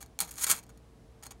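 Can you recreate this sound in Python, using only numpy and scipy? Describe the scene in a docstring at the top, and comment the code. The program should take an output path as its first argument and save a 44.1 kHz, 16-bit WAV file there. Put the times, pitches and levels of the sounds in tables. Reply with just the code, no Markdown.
"""A coiled toy spring clatters as a rabbit in a small den nudges it, lifts its top turns and lets them drop.
The coils tick as they peel apart, fall back onto the stack and settle; then the rabbit nibbles at the rim.
Each impact excites the modes of the wire and of the tube-like stack, and dispersion delays its low notes.
The stack bumps on the floor, the den adds a short reverberant tail, and the quiet room hums behind it."""
import sys
import numpy as np
from scipy import signal
from scipy.fft import rfft, irfft
from scipy.io import wavfile
from scipy.ndimage import uniform_filter1d

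SR = 44100
rng = np.random.default_rng(int(sys.argv[2]) if len(sys.argv) > 2 else 0)


def dump(signal):
    """Clip the signal to [-1, 1] and save it as 16-bit WAV at the path in sys.argv[1]."""
    limited = np.clip(np.atleast_2d(signal).T, -1, 1)
    pcm = np.round(limited * 32767).astype(np.int16)
    wavfile.write(sys.argv[1], SR, pcm)


N = 61739


def amp(db):
    """Converts decibels to an amplitude ratio."""
    return 10 ** (np.asarray(db) / 20)


def unit_rms(x):
    """Normalises to rms 1."""
    return x / np.sqrt(np.mean(x ** 2) + 1e-20)


def unit_energy(x):
    """Normalises to energy 1."""
    return x / (np.linalg.norm(x) + 1e-20)


def curve_at(points, hz):
    """Interpolates a table on a logarithmic frequency axis."""
    point_hz, value = np.transpose(points)
    return np.interp(np.log(hz + 1), np.log(point_hz + 1), value)


def add(mix, start_s, sound):
    """Superposition: sums a sound into the mix from start_s on."""
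    part = mix[max(round(start_s * SR), 0):][:len(sound)]
    part += sound[:len(part)]


def decay(t60_s, size=8192):
    """Exponential damping: the envelope falls 60 dB in t60_s."""
    return np.exp(-np.log(1000) * np.arange(size) / SR / t60_s)


def low_shelf(x, shelf_db, corner_hz=1910):
    """First-order shelving: raises or lowers the part of a sound below the treble."""
    lows = signal.sosfilt(signal.butter(1, corner_hz, fs=SR, output="sos"), x)
    return x + (amp(shelf_db) - 1) * lows


def room(noise_db=-57, waver_depth=0.22):
    """Ambient noise: a steady low rumble, and hum tones that waver by random amplitude modulation."""
    spectrum = [(20, -34), (30, -23), (42, 0), (60, 0.5), (88, -7), (170, -9), (270, -9.5), (400, -16),
                (700, -18.5), (1400, -28.5), (2800, -34), (5600, -37), (9500, -39.5), (15000, -50)]  # frequency_hz, relative_db
    hum_tones = [(59.2, -67), (119, -65), (450.5, -68.5)]  # pitch_hz, level_db
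    hz, t = np.fft.rfftfreq(N, 1 / SR), np.arange(N) / SR
    rumble = irfft(rfft(rng.standard_normal(N)) * amp(curve_at(spectrum, hz)), N)
    out = amp(noise_db) * unit_rms(rumble)
    for pitch_hz, level_db in hum_tones:
        waver = unit_rms(irfft(rfft(rng.standard_normal(N)) * (hz < 10), N))
        tone = np.sin(2 * np.pi * (pitch_hz * t + rng.random()))
        out += amp(level_db) * unit_rms((1 + waver_depth * waver) * tone)
    return out


def den(source, tail_db=-12, size=16384):
    """Reverberation of a small enclosure: a short diffuse tail in which the treble dies first."""
    reverberation_times = [(150, .25), (600, 0.16), (1500, 0.19), (4000, 0.13), (8000, 0.0944),
                           (16000, 0.022)]  # frequency_hz, t60_s
    hz, t, noise = signal.stft(rng.standard_normal(size), SR, nperseg=256)
    damping = np.exp(-np.log(1000) * t / curve_at(reverberation_times, hz)[:, None])
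    tail = signal.istft(noise * damping, SR, nperseg=256)[1]
    return amp(tail_db) * signal.fftconvolve(source, unit_energy(tail))[:N]


def thumps(attack_s=.006, size=16384):
    """Damped oscillation: the stack rocks on the floor when it is tugged and when the coils land."""
    floor_bumps = [(.212, 172, -47.5, 0.199), (0.517, 170.3, -50, .12)]  # start_s, pitch_hz, level_db, t60_s
    out, t = np.zeros(N), np.arange(size) / SR
    for start_s, pitch_hz, level_db, t60_s in floor_bumps:
        envelope = np.minimum(t / attack_s, 1) * decay(t60_s, size)
        add(out, start_s, amp(level_db) * envelope * np.sin(2 * np.pi * pitch_hz * t))
    return out


def contact(buzz_db=-1, rattle_db=-4, size=8192):
    """Impact of two coils: an impulse, a quick buzz and a fainter, longer rattle along the wire."""
    buzz, rattle = rng.standard_normal((2, size))
    sound = amp(buzz_db) * unit_energy(buzz * decay(t60_s=.009))
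    sound += amp(rattle_db) * unit_energy(rattle * decay(t60_s=.038))
    sound[0] = 1  # the sharp tick
    return unit_energy(sound)


def chatter(contacts_per_s=2800, spread_db=4.8, places=8):
    """Shot noise: random impacts of uneven strength at several places, held at a steady mean level."""
    strength = amp(spread_db * np.clip(rng.standard_normal(N), -2, 2)) * rng.choice([-1, 1], N)
    impulses = strength * (rng.random(N) < contacts_per_s / SR)
    place = rng.integers(0, places, N)
    run = sum(signal.fftconvolve(impulses * (place == k), contact())[:N] for k in range(places))
    local_power = uniform_filter1d(run ** 2, size=400)
    return run / np.sqrt(local_power + 1e-9)


def clatter(scuff_edge_s=0.0011):
    """Amplitude envelopes shape the chatter into one long fall and several short scuffs."""
    # how hard the lifted coils clatter as they fall and stack up: time_s, level_db, shelf_db
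    fall = [(.367, -53, 7.5), (.407, -43.5, 3), (.423, -31.5, -6.5), (.436, -34, 3.5), (.443, -23.5, -2),
            (.449, -45, 5), (.4635, -51.5, 10), (.466, -31, 6), (.476, -34, 2), (.491, -39.5, 7),
            (.498, -26, 0), (.516, -22.5, -2.5), (.527, -30.5, 4), (.531, -42.5, 13), (.556, -46.5, 4),
            (.590, -49, 9.5), (.603, -63, 8)]
    # scuffs of the coils under the rabbit's mouth: start_s, length_s, level_db, shelf_db
    scuffs = [(0.005, 0.021, -55, 7), (0.21, 0.013, -37, 1), (0.219, 0.016, -44, 9.5),
              (0.237, .03, -55.5, 7), (0.273, .028, -54.5, 6), (0.312, 0.0077, -43, -19),
              (.322, .034, -60.5, 8.5), (0.626, 0.016, -66.5, 13.5), (0.69, 0.015, -66, 12),
              (1.231, .011, -49.5, 7.5), (1.247, .015, -58.5, 12), (1.263, 0.0056, -51, 11.5),
              (1.307, 0.016, -54.5, 12)]
    t, run = np.arange(N) / SR, chatter()
    time_s, fall_db, fall_shelf_db = np.transpose(sorted(fall))
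    envelope = amp(np.interp(t, time_s, fall_db, left=-140, right=-140))
    out = envelope * low_shelf(run, np.interp(t, time_s, fall_shelf_db))
    for start_s, length_s, level_db, shelf_db in scuffs:
        inside_s = np.minimum(t - start_s, start_s + length_s - t)
        gate = np.clip(inside_s / scuff_edge_s + .5, 0, 1)
        out += gate * amp(level_db) * low_shelf(run, shelf_db)
    return out


def knocks():
    """Impulsive excitation: single impacts of coil on coil that stand out."""
    impacts = [(.0104, -36, 10.5), (0.0147, -24.5, -19), (0.0272, -21, 3.5), (0.0397, -46, 16),
               (0.0613, -35, -8), (0.1898, -11.5, 9), (0.2037, -1, -9.5), (0.2054, -8.5, -34),
               (.2120, -6, -7), (.2360, -28.5, 13), (.2440, -28, -17), (0.249, -24.5, -21),
               (.2595, -38, -14), (0.278, -36.5, 13.5), (0.2919, -28.5, 4.5), (.3096, -23, -19),
               (.3121, -22.5, -19), (.3260, -30.5, -7), (0.3397, -28, 0), (.3567, -26, -4),
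               (0.3634, -28.5, -6), (.3672, -28, -1.5), (0.3793, -21, -6.5), (.3830, -17, 2.5),
               (0.3884, -22, 0), (0.3941, -18.5, -3.5), (.3997, -22, -5), (0.4111, -21, -2),
               (0.422, -18, -7.5), (.4371, -7, -6.5), (.4425, -9.5, -1.5), (0.4444, -8, 2),
               (.4850, -16, -2), (.4923, -10.5, -1.5), (.4997, -1, -1), (0.4999, -8, -3.5), (0.5053, -5, 0),
               (0.5128, -9.5, -13), (0.5142, 3, -14.5), (.5186, -9, -3), (0.5522, -21.5, -3.5),
               (0.5641, -21.5, -7), (0.582, -39, 2), (.6360, -35, 4.5), (0.6657, -43.5, 10),
               (0.694, -38.5, 9.5), (.7748, -38.5, 0), (1.2260, -39, 17.5), (1.2590, -33.5, 14),
               (1.2668, -24, -23), (1.3105, -27.5, 6.5)]  # start_s, level_db, shelf_db
    out = np.zeros(N)
    for start_s, level_db, shelf_db in impacts:
        add(out, start_s, amp(level_db) * low_shelf(contact(), shelf_db))
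    return out


def resonance(drive, modes, ring_db=-1.5, size=8192):
    """Modal response: the drive is convolved with a sum of damped sinusoids."""
    t = np.arange(size) / SR
    ring = sum(amp(relative_db) * unit_energy(decay(t60_s, size) * np.cos(2 * np.pi * pitch_hz * t))
               for pitch_hz, relative_db, t60_s in modes)
    return amp(ring_db) * signal.fftconvolve(drive, ring)[:N]


def bending_waves(x, delay_at_1khz_s=.0009, size=4096):
    """Dispersion: low notes travel more slowly along the wire; the contact spectrum colours them all."""
    contact_spectrum = [(60, -23), (200, -15), (450, -12), (650, -10.5), (900, -5), (1500, -4),
                        (2200, -5.5), (2800, -9), (4300, -3), (5100, -5.5), (6800, 3.5), (7700, -1),
                        (9000, 2.8), (10200, -2.5), (11700, -.5), (14000, -6.5), (15800, -7)]  # frequency_hz, relative_db
    hz = np.fft.rfftfreq(size, 1 / SR)
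    log_gain = np.log(amp(curve_at(contact_spectrum, hz)))
    minimum_phase = -signal.hilbert(np.r_[log_gain, log_gain[-2:0:-1]]).imag[:len(hz)]
    phase_lag = 4 * np.pi * delay_at_1khz_s * np.sqrt(1000 * hz)
    response = irfft(np.exp(log_gain + 1j * (minimum_phase - phase_lag)))
    return signal.fftconvolve(x, unit_energy(response))[:N]


def spring(drive, lifted_s=0.31, landed_s=.6, open_stack_db=-15):
    """Resonance: impacts ring the wire and the tube-like stack, which rings less with its coils apart."""
    wire_modes = [(2294, -19, 0.063), (3340, -24, 0.032), (5490, -26, .07), (6640, -23.5, .045),
                  (7070, -31, 0.061), (8250, -35.5, .05), (8540, -30.5, .06), (9330, -22, 0.034),
                  (11550, -28, .06), (12420, -28.5, .06)]  # pitch_hz, relative_db, t60_s
    stack_modes = [(796, -13.5, 0.067), (1200, -26, .06), (4258, -15.5, .045), (4565, -20, .035),
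                   (6600, -20.5, .045)]  # pitch_hz, relative_db, t60_s
    t = np.arange(N) / SR
    stack_coupling = np.where((t > lifted_s) & (t < landed_s), amp(open_stack_db), 1)
    wire = resonance(drive, wire_modes)
    stack = resonance(drive * stack_coupling, stack_modes)
    return bending_waves(drive + wire + stack)


def scene():
    """Superposition of the spring's direct sound, its reverberation in the den and the room noise."""
    toy = spring(clatter() + knocks()) + thumps()
    return (toy + den(toy) + room())[None]


def record(dry, cutoff_hz=15850):
    """Band limiting: a steep linear-phase low-pass removes the highest treble."""
    low_pass = signal.firwin(801, cutoff_hz, window=("kaiser", 9), fs=SR)
    return signal.oaconvolve(dry, low_pass[None], "same")


dry = scene()
out = record(dry)
dump(out)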